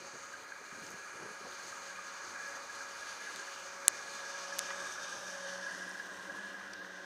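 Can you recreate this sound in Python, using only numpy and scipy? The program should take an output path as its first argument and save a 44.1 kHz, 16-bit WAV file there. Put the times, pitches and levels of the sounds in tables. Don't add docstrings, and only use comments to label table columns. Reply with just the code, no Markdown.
import sys
import numpy as np
from scipy import signal
from scipy.fft import rfft, irfft, next_fast_len
from scipy.io import wavfile

SR = 44100
rng = np.random.default_rng(int(sys.argv[2]) if len(sys.argv) > 2 else 0)


def pcm_store(signal):
    levels = np.round(np.clip(np.atleast_2d(signal), -1, 1) * 32767)
    wavfile.write(sys.argv[1], SR, levels.astype(np.int16).T)


def ratio(d):
    e = np.asarray(d, float) / 20
    return 10 ** e


N = 310884


def rms_one(x):
    return x / np.sqrt(np.mean(x ** 2) + 1e-20)


def in_time(rows):
    seconds, *columns = np.transpose(rows)
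    return [np.interp(np.arange(N) / SR, seconds, column) for column in columns]


def drift(rate_hz):
    r = np.exp(-80 * np.pi * rate_hz / SR)
    noise = rng.standard_normal(N // 40 + 2002)
    slow = signal.lfilter([1], [1, -2 * r, r * r], noise)[2000:]
    return np.interp(np.arange(N) / 40, np.arange(len(slow)), rms_one(slow))


def zone(centre_s, half_width_s):
    t = np.arange(0, N, 64) / SR
    return np.exp(-((t - centre_s) / half_width_s) ** 2).repeat(64)[:N]


def resonate(x, hz, width_hz):
    r = np.exp(-np.pi * width_hz / SR)
    poles = [1, -2 * r * np.cos(2 * np.pi * hz / SR), r * r]
    return signal.lfilter([(1 - r * r) / 2, 0, (r * r - 1) / 2], poles, x)


def band(x, low_hz, high_hz):
    return signal.sosfilt(signal.butter(2, [low_hz, high_hz], "band", fs=SR, output="sos"), x)


def response(spectrum, low_hz, high_hz, size=16384):
    hz = np.maximum(np.arange(size // 2 + 1) * SR / size, 1)
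    points = np.array(spectrum)
    log_gain = np.log(ratio(np.interp(np.log(hz), np.log(points[:, 0]), points[:, 1])))
    inside = (hz > low_hz) & (hz < high_hz)
    log_gain -= np.log(np.sum(np.exp(2 * log_gain[inside])) / len(hz)) / 2
    cepstrum = irfft(log_gain, size)
    cepstrum[1:size // 2] *= 2
    return irfft(np.exp(rfft(cepstrum[:size // 2], size)), size)[:size // 2]


def coloured(x, spectrum, low_hz, high_hz):
    return signal.oaconvolve(x, response(spectrum, low_hz, high_hz))[:N]


def by_place(x, spectra, place, low_hz, high_hz):
    return sum(np.clip(1 - abs(place - k), 0, 1) * coloured(x, spectrum, low_hz, high_hz)
               for k, spectrum in enumerate(spectra))


def patchy(x, patchy_db, common_db, count=22):
    size = next_fast_len(N)
    hz = np.maximum(np.arange(size // 2 + 1) * SR / size, 20)
    position = np.log2(hz / 20) / 10 * (count - 1)
    spectrum, together = rfft(x, size), drift(13.0)
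    out = 0
    for k in range(count):
        part = irfft(spectrum * np.clip(1 - abs(position - k), 0, 1), size)[:N]
        out = out + ratio(common_db * together + patchy_db * drift(2.06)) * part
    return out


def grains(per_s, spread_db):
    sizes = ratio(spread_db * np.minimum(rng.exponential(1, N), 5)) * rng.choice([-1, 1], N)
    return rms_one(sizes * (rng.random(N) < per_s / SR))


def contacts(click_share):
    clicks = grains(900 * ratio(3.0 * drift(25)), spread_db=3.0)
    return rms_one(click_share * clicks + rng.standard_normal(N))


def knocks(rows, t60_s, rise_ms):
    out, t = np.zeros(N + 4096), np.arange(4096) / SR
    for s, db, hz in rows:
        push = 1 - np.exp(-1000 * t / max(rise_ms, .2))
        ring = push * ratio(-60 * t / t60_s) * np.sin(2 * np.pi * hz * t + rng.uniform(0, 2 * np.pi))
        out[round(s * SR):][:4096] += ratio(db - 7.5) * ring / abs(ring).max()
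    return out[:N]


def point_contacts(rows):
    out, impulse = np.zeros(N + 1024), np.eye(1, 1024)[0]
    thud = band(impulse, 900, 4600)
    for s, db, hz, width_hz, thud_db in rows:
        ring = resonate(band(impulse, 0.55 * hz, 1.45 * hz), hz, width_hz)
        out[round(s * SR):][:1024] -= ratio(db) * (ring / abs(ring).max() + ratio(thud_db) * thud / thud.max())
    return out[:N]


def gearbox(place):
    # seconds, level of the hum in dB rms; the third order lies 2.5 dB above it
    hum = [(0, -68), (.5, -69), (1.0, -80), (1.5, -65.5), (1.7, -65.5), (2.4, -62), (2.85, -65),
           (3.15, -66.5), (3.45, -62), (4.08, -60), (4.25, -58.5), (4.8, -54.5), (5.0, -59.5), (5.6, -57.5),
           (5.72, -62), (6.1, -68.5), (6.6, -71.5), (7.05, -59)]
    # multiple of the tooth rate, level in dB, share of the hum's swing, dB per place
    low_orders = [(1, -78.5, 0.27, 10), (2, -75.5, 0.71, 6.5)]
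    # multiple of the tooth rate, dB re the hum, dB per place
    upper_orders = [(4, -8.5, -10.5), (5, -11, -8.5), (6, -1.5, -5), (7, -17, -2), (9, -6, 4)]
    # multiple of the tooth rate, centre in s, half width in s, gain in dB
    zones = [(1, 1.8, 0.94, 4), (1, 4.9, 0.2, -4), (1, 2.8, 0.28, -5.5), (3, 4.92, 0.055, -21),
             (3, 5.5, 0.13, 7), (3, 6.3, 0.037, 14), (3, 4.4, 0.037, -0.5), (2, 7.5, 0.047, -11),
             (1, 4.6, 0.24, 2), (2, 1.5, .2, 7.5), (2, 3.67, 0.45, 6), (2, 2.9, 0.17, 6),
             (2, 7.7, 0.15, -6), (2, 7, 0.16, -1.5), (4, 5, .35, 1.5), (5, 1.63, .2, 16),
             (5, 2.45, 0.26, 12), (5, 3.1, .25, 15), (5, 4.34, 0.27, 7.5), (6, 2.1, .5, 4.5),
             (6, 5.4, .35, -6.5), (6, 4.4, 0.18, 5), (7, 2.86, 0.27, 13), (7, 3.7, 0.21, 18.5),
             (7, 3.2, .15, 10), (2, 5.6, .25, -4), (9, 2.45, .1, 7), (9, 4.1, .15, 2.5), (9, 10, .12, 8),
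             (9, 6.8, .2, 8), (9, 5.5, .15, 6.5), (2, 5.5, .15, -15), (1, 5.7, 0.22, 1.5), (1, 8.7, .1, 1),
             (3, 4.5, 0.054, 3), (3, 5.2, .1, -2), (3, 5.58, .06, 2), (1, 0.059, .15, -10),
             (2, 1.25, .12, 1), (2, 3.8, .12, -5), (3, 4.47, 0.065, -3), (3, 5.1, .05, -4),
             (3, 5.8, .04, -1), (3, 4.04, 0.041, -8), (1, 6.75, .25, -3.5), (1, 2.24, .1, -4),
             (3, 2, 0.13, -1)]
    tooth_hz, hum_mean_db, low_fading_db = 185.25, -62, 1.2
    turn = 2 * np.pi * tooth_hz * np.arange(N) / SR + .15 * drift(3) + .07 * drift(25)
    hum_db, = in_time(hum)
    orders = [(k, db + share * (hum_db - hum_mean_db) + stage_db * place + low_fading_db * drift(4.6))
              for k, db, share, stage_db in low_orders]
    orders += [(3, hum_db + 2.5)]
    orders += [(k, hum_db + db + stage_db * place) for k, db, stage_db in upper_orders]
    teeth = 0
    for k, db in orders:
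        zone_db = sum(gain_db * zone(s, width_s) for j, s, width_s, gain_db in zones if j == k)
        teeth = teeth + ratio(db + zone_db + 2.1 * drift(9.9)) * np.sin(k * turn + rng.uniform(0, 2 * np.pi))
    return np.sqrt(2) * teeth


def motor():
    t, under = np.arange(N) / SR, zone(6.43, 0.69)
    return np.sqrt(2) * sum(ratio(db + gained_db * under + 2.7 * drift(5.2)) * np.sin(2 * np.pi * hz * t)
                            for hz, db, gained_db in [(200.5, -83, 18), (300, -79.5, 9)])


def sheave_whines(near_db):
    # frequency in Hz, level in dB rms, wander in Hz, flutter in dB, end of the fade-out in s
    bearings = [(1242, -63, 6.0, 3.5, 5.4), (1390, -66, 7.97, 1.5, 4.7), (1664, -60.5, 6.96, 3.5, 7.5),
                (2425, -69, 14.94, 4, 4.97), (4160, -74.5, 15.0, 3.0, 5.0)]
    t, fade_s, out = np.arange(N) / SR, .25, 0
    for hz, db, wander_hz, flutter_db, end_s in bearings:
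        level = ratio(db + .8 * near_db + flutter_db * drift(6.2)) * np.clip((end_s - t) / fade_s, 0, 1)
        out = out + level * np.sin(2 * np.pi * np.cumsum(hz + wander_hz * drift(4.01)) / SR)
    return np.sqrt(2) * out


def rope_roar(near_db, place):
    # frequency in Hz, density in dB per Hz
    colours = [
        [(350, -35), (600, -7.5), (782, -10), (920, -3.5), (999, -6), (1260, -1), (1490, -2), (1630, -3),
         (1720, -7.5), (1830, -5), (2110, -8.5), (2380, -7), (2600, -21), (2700, -27), (3510, -17.5),
         (5940, -120)],
        [(350, -34.5), (600, -8), (647, -17.5), (870, -12.5), (1030, -15), (1210, -8.5), (1310, -11),
         (1450, -11.5), (1650, -3.5), (1720, -5), (1780, -11.5), (2020, -23), (2430, -17.5), (2700, -27),
         (3510, -58.5), (5940, -120)],
        [(350, -45), (600, -9), (875, -14), (1070, -6), (1160, -18), (1360, -8.5), (1440, -4), (1640, -1),
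         (1720, -7), (1780, -5.5), (1970, -6), (2180, -23.5), (2520, -34), (2700, -15), (3510, -48),
         (5940, -120)],
    ]
    rubbing = patchy(contacts(click_share=0.28), patchy_db=0.8, common_db=0.57)
    return ratio(-52 + 0.82 * near_db - 0.081 * place) * by_place(rubbing, colours, place, 564, 1377)


def casing_rattle(near_db, place):
    # mode in Hz, width in Hz, level in dB, dB per place, share of the shake
    modes = [(1689, 7.1, 1.5, -0.5, 0.92), (1660, 51, 5, -3.5, 1), (1590, 16, -4.5, 4, 0.28),
             (1234, 12, -4, -2.5, 0.26), (2415, 70, -1.5, -5, .1), (4210, 40, -13, 0, .1),
             (291.6, 32, -24, 9.5, .5), (552, 35, -8, 1, .1), (1394, 12, -9, -1, 0.11)]
    # seconds, level in dB re mean
    shake = [(0, -5), (.25, -20), (.8, 1.5), (1.35, -4.5), (1.55, -9), (1.85, -2), (2.2, -3), (2.33, 0),
             (2.36, 10.5), (2.56, 2), (2.62, -8), (2.85, -5), (3.26, 4.5), (3.5, -11), (4.0, 1), (4.65, 0),
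             (5.46, -13), (6.0, 7.5), (6.3, 9.5), (6.55, 9), (7.05, -13)]
    shaking, (shake_db,) = contacts(click_share=0.13), in_time(shake)
    level_db = -53 + 0.24 * near_db + 1.2 * place - 1.6 * drift(5.1)
    rung = 0
    for k, (hz, width_hz, db, stage_db, share) in enumerate(modes):
        mode = rms_one(resonate(shaking, hz, width_hz))
        rung = rung + (-1) ** k * ratio(db + stage_db * place + share * shake_db) * mode
    return ratio(level_db - 8.5) * rung


def rope_gear():
    # start in s, peak in dB, ring in Hz
    gear = [(1.043, -36.5, 1664), (1.5943, -35, 1607), (2.36, -32, 1620), (2.6958, -34, 1655),
            (3.4074, -33.5, 1590), (3.8471, -34, 1650), (3.9813, -38, 1670), (4.189, -35, 1660),
            (4.3414, -32, 1640), (4.5238, -28, 1684), (4.797, -43, 1600), (5.0582, -42, 1630),
            (5.1606, -37, 1710), (5.3117, -49, 1590), (5.4734, -41, 1590), (5.6404, -31, 1676),
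            (5.6636, -26, 1663), (5.693, -48, 1600), (5.8174, -29.5, 1650), (5.885, -30, 1660),
            (5.9032, -33, 1665), (5.9975, -28.5, 1676), (6.1594, -47, 1690), (6.2951, -29, 1645),
            (6.4633, -35, 1647), (6.733, -36, 1620), (6.8144, -33, 1645), (6.786, -34, 1610),
            (5.7337, -42, 1760), (0.335, -34, 1600), (.754, -37, 1570), (1.717, -40, 1590),
            (1.898, -37, 1570), (2.138, -38, 1670), (2.531, -36, 1665), (2.805, -35, 1617),
            (2.952, -38, 1660), (3.039, -35, 1656), (3.274, -37, 1530), (3.386, -34, 1620),
            (3.482, -34, 1655), (3.945, -32, 1674), (4.838, -29.5, 1647), (5.125, -32, 1634),
            (5.526, -34, 1664), (.321, -42, 1240), (.752, -49, 1360), (1.113, -51, 1320),
            (1.726, -39, 1260), (1.989, -35.5, 1220), (2.454, -41, 1270), (2.545, -43, 1280),
            (2.819, -40, 1400), (4.906, -39, 1230), (4.012, -47, 917), (.075, -41, 835), (5.31, -45, 1650),
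            (5.58, -46, 1650), (5.71, -33, 1640)]
    # start in s, peak in dB, ring in Hz
    jangle = [(6.09, -48, 1190), (6.118, -39, 1120), (6.186, -40, 970), (6.254, -37, 980),
              (6.307, -38, 1050), (6.346, -37, 1030), (6.381, -38, 1060), (6.445, -45, 1040),
              (6.608, -38, 1224)]
    # start in s, peak in dB, ring in Hz
    clanks = [
        (2.3585, -39, 1400),
        (0.5208, -26.5, 1630),
        (6.8476, -28, 1650),
    ]
    return (knocks(gear, t60_s=0.095, rise_ms=1.1) + knocks(jangle, t60_s=.028, rise_ms=4.7)
            + knocks(clanks, t60_s=0.025, rise_ms=.4))


def cracks():
    # start in s, peak in dB
    blows = [
        (3.8814, 1.5),
        (4.592, -11),
    ]
    # frequency in Hz, density in dB per Hz
    colours = [
        [(60, -45), (300, -34.5), (1320, -14), (1840, -15.5), (4300, -14.5), (4910, -18.5), (5520, -26),
         (6000, -16), (6410, -8.5), (8500, -2), (12300, -15), (13100, -24), (14000, -42), (15200, -26),
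         (16000, -42)],
        [(200, -33), (400, -21), (1180, -5.5), (4440, -1.5), (6950, 4), (7990, -2), (9610, 0.5), (12100, -17),
         (14600, -15), (15300, -17), (16000, -29.5)],
    ]
    out = np.zeros(N)
    for (s, db), colour in zip(blows, colours):
        crack = response(colour, 1000, 12000, size=2048)
        out[round(s * SR):][:len(crack)] -= ratio(db) * crack / abs(crack).max()
    return out


def ski_edges():
    # seconds, level in dB
    scrape = [(4.9, -80), (5.05, -66), (5.3, -56), (5.5, -50.5), (5.65, -51.5), (5.76, -57), (5.82, -66),
              (5.9, -90)]
    # mode in Hz, width in Hz, level in dB, dB per s as the edges bite
    modes = [(3090, 92, -2, -5), (3600, 66, -5, -5), (4580, 250, 0.5, 0.1), (6000, 350, -2.5, -11.5),
             (6350, 350, -4, 13), (8200, 350, -9, -6), (8870, 350, -16, 12)]
    slips = grains(1200 * ratio(3.0 * drift(30)), spread_db=2.5)
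    since_bite_s = np.clip(np.arange(N) / SR - 5.55, -1, 1)
    squeal = sum(ratio(db + bite_db * since_bite_s) * rms_one(resonate(slips, hz, width_hz))
                 for hz, width_hz, db, bite_db in modes)
    return ratio(in_time(scrape)[0]) * rms_one(band(squeal, 2200, 9000))


def snow_hiss(air, near_db, casing_place, port_place):
    # frequency in Hz, density in dB per Hz
    colours = [
        [(1530, -44), (2600, -10.5), (2910, -6), (3320, -17), (4000, -6.5), (4600, -4), (5340, -14),
         (6470, 0.5), (7510, -14.5), (8390, -14), (9000, -13.5), (9600, -21), (10400, -19), (11500, -29.5),
         (13400, -26.5), (14600, -33), (15300, -25)],
        [(1530, -36), (2600, -12), (2990, -4), (3270, -8.5), (3630, -0.5), (4000, -9), (5380, -3), (5830, 0.5),
         (6190, 2), (6620, -1.5), (7400, -16), (8210, -8), (9310, -19.5), (13600, -28.5), (15300, -39)],
        [(1530, -31), (2600, -12), (2970, -4.5), (4370, -10.5), (5540, -8.5), (7450, -15.5), (7620, -21),
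         (8090, -18.5), (8770, -15.5), (9660, -18.5), (11900, -30.5), (12900, -28), (15300, -33)],
    ]
    return ratio(-52 + 1.38 * near_db - 0.66 * casing_place) * by_place(air, colours, port_place, 2660, 12000)


def wind():
    # start in s, length in s, level in dB, upper part in dB re lower
    gusts = [(-0.02, 0.1, -59, -10), (0.123, 0.052, -57, -16), (0.59, 0.037, -64, -11),
             (0.72, 0.127, -58.5, -25), (0.858, 0.107, -58, -25), (1.142, 0.18, -57.5, -28),
             (1.193, .07, -58.5, -25), (1.117, 0.034, -66, -25), (1.388, 0.043, -59, -12),
             (1.436, 0.039, -54, 0), (6.274, 0.071, -57, -13)]
    # start in s, peak in dB, ring in Hz
    eddies = [(0.069, -51, 541), (0.139, -57, 550), (0.611, -42, 440), (0.759, -47, 540), (0.819, -45, 161),
              (0.869, -46, 406), (1.138, -43, 448), (1.164, -41, 560), (1.194, -41, 393), (1.225, -36, 354),
              (1.244, -43, 510), (1.284, -39, 484), (1.304, -41, 415), (1.408, -40, 407), (1.434, -46, 498),
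              (1.47, -37.5, 495), (.725, -42, 210), (.885, -50, 186), (.942, -42, 190), (1.22, -50, 179),
              (1.272, -53, 185), (1.443, -51, 203), (1.455, -43, 849), (1.471, -49, 953), (1.476, -56, 320)]
    rise_s, fall_s = 0.016, 0.011
    lumpy = rng.standard_normal(N) * ratio(1.5 * drift(90))
    low = rms_one(band(band(lumpy, 150, 660), 67, 760))
    high = rms_one(band(lumpy, 780, 1100))
    t, out = np.arange(N) / SR, knocks(eddies, t60_s=.027, rise_ms=4.3)
    for s, length_s, db, upper_db in gusts:
        shape = np.clip(np.minimum((t - s) / rise_s, 1 + (s + length_s - t) / fall_s), 0, 1) ** 2
        out = out + shape * ratio(db) * (low + ratio(upper_db) * high)
    return out


def ice_ticks():
    # start in s, peak in dB, ring in Hz, width in Hz, thud in dB re ring
    ice = [(0.8666, -33.5, 5600, 1590, -6), (.8667, -51, 13000, 5000, -20), (.9051, -43, 11800, 1500, -8),
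           (.918, -39, 7500, 4000, -9), (.918, -52, 12500, 500, -20), (1.5232, -40, 3600, 500, -10),
           (1.5345, -42, 8000, 6000, -3), (2.48, -47, 11500, 4000, -10), (3.3608, -40, 9600, 4500, -18),
           (3.3608, -28.5, 4300, 2500, -12), (3.3608, -29, 7000, 2500, -17), (.9058, -38, 6000, 700, -8),
           (4.5872, -21, 11000, 5000, -14), (4.705, -34, 1940, 80, -12), (4.706, -35, 1500, 110, -20),
           (4.705, -35, 1010, 90, -29), (5.727, -47, 8700, 300, -20), (5.782, -46, 11500, 2500, -20),
           (5.742, -52, 10500, 2500, -20), (5.75, -36, 6000, 1500, -20), (5.893, -44.5, 8850, 200, -20),
           (5.913, -38.5, 5760, 395, -28), (6.733, -43, 5940, 200, -6), (6.735, -37, 5070, 300, -8),
           (6.7362, -42, 8500, 2000, -6), (6.738, -41, 4400, 400, -8), (6.735, -45, 3300, 500, -6),
           (6.738, -45, 2400, 400, -6), (4.705, -37, 2750, 400, -4)]
    return point_contacts(ice)


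def frost_specks():
    # start in s, peak in dB
    specks = [(.2646, -58), (.5691, -60), (.6514, -59), (.7244, -60), (.8367, -57), (.9013, -56),
              (1.051, -56), (1.1549, -60), (1.518, -51), (1.6271, -52), (1.649, -59), (2.136, -57),
              (2.2785, -60), (2.5249, -54), (2.9518, -53), (3.0329, -60), (3.2184, -52), (3.5163, -56),
              (3.7148, -55), (3.8205, -56), (4.7054, -55), (5.742, -57), (5.8956, -60)]
    return point_contacts([(s, db, 12000, 5000, -20) for s, db in specks])


def rumble(air, near_db, place):
    # frequency in Hz, density in dB per Hz
    colour = [(20, -43), (55, -19), (100, -6), (150, -12), (240, -2.5), (320, -0.5), (560, 2), (700, -34)]
    level_db = -69.5 + 0.27 * near_db + 0.89 * place + 1.5 * drift(3.8)
    return ratio(level_db) * coloured(air, colour, 200, 350)


def foundation_throb(air):
    # level in dB, centre in s, half width in s
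    throb = (-76.5, 6.66, 0.49)
    db, centre_s, half_width_s = throb
    return ratio(db) * zone(centre_s, half_width_s) * rms_one(band(air, 65, 125))


def scene():
    # seconds, level in dB re mean
    nearness = [(0, -3), (.4, -3.5), (1.2, -1.5), (1.47, -1.5), (1.55, -0.5), (2.5, 0), (3.4, 1.5),
                (3.75, 0.5), (4.2, 2.5), (4.4, 2.5), (4.65, 4), (5.45, 1.5), (5.7, 0), (5.85, -1.5),
                (6.4, -2), (7.05, -4)]
    # seconds, place as the casing hears it, place as the port hears it
    stages = [(0, 0.084, 0.011), (4.0, 0.32, 0.42), (4.6, 0.58, 0.65), (5.2, 0.94, 1.29), (5.5, 1.4, 1.38),
              (5.75, 1.82, 1.62), (5.95, 1.64, 1.7), (7.05, 1.66, 1.48)]
    near_db, = in_time(nearness)
    casing_place, port_place = np.clip(in_time(stages), 0, 2)
    air = patchy(rng.standard_normal(N), patchy_db=1.53, common_db=1.0)
    machine = gearbox(port_place) + motor() + sheave_whines(near_db) + rope_roar(near_db, casing_place)
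    machine = machine + casing_rattle(near_db, casing_place) + rope_gear()
    machine = machine + rumble(air, near_db, casing_place) + foundation_throb(air)
    snow = ski_edges() + snow_hiss(air, near_db, casing_place, port_place)
    at_port = wind() + ice_ticks() + frost_specks()
    top = signal.ellip(12, .5, 80, 15250, fs=SR, output="sos")
    mono = signal.sosfilt(top, machine + snow + at_port) + cracks()
    return np.stack([mono, mono])


def top_cut(x):
    return signal.sosfilt(signal.butter(12, 16220, fs=SR, output="sos"), x)


def record(dry):
    overloaded = np.clip(dry, -.95, .95)
    top = signal.ellip(6, .2, 30, 15600, fs=SR, output="sos")
    return top_cut(signal.sosfiltfilt(top, overloaded))


dry = scene()
out = record(dry)
pcm_store(out)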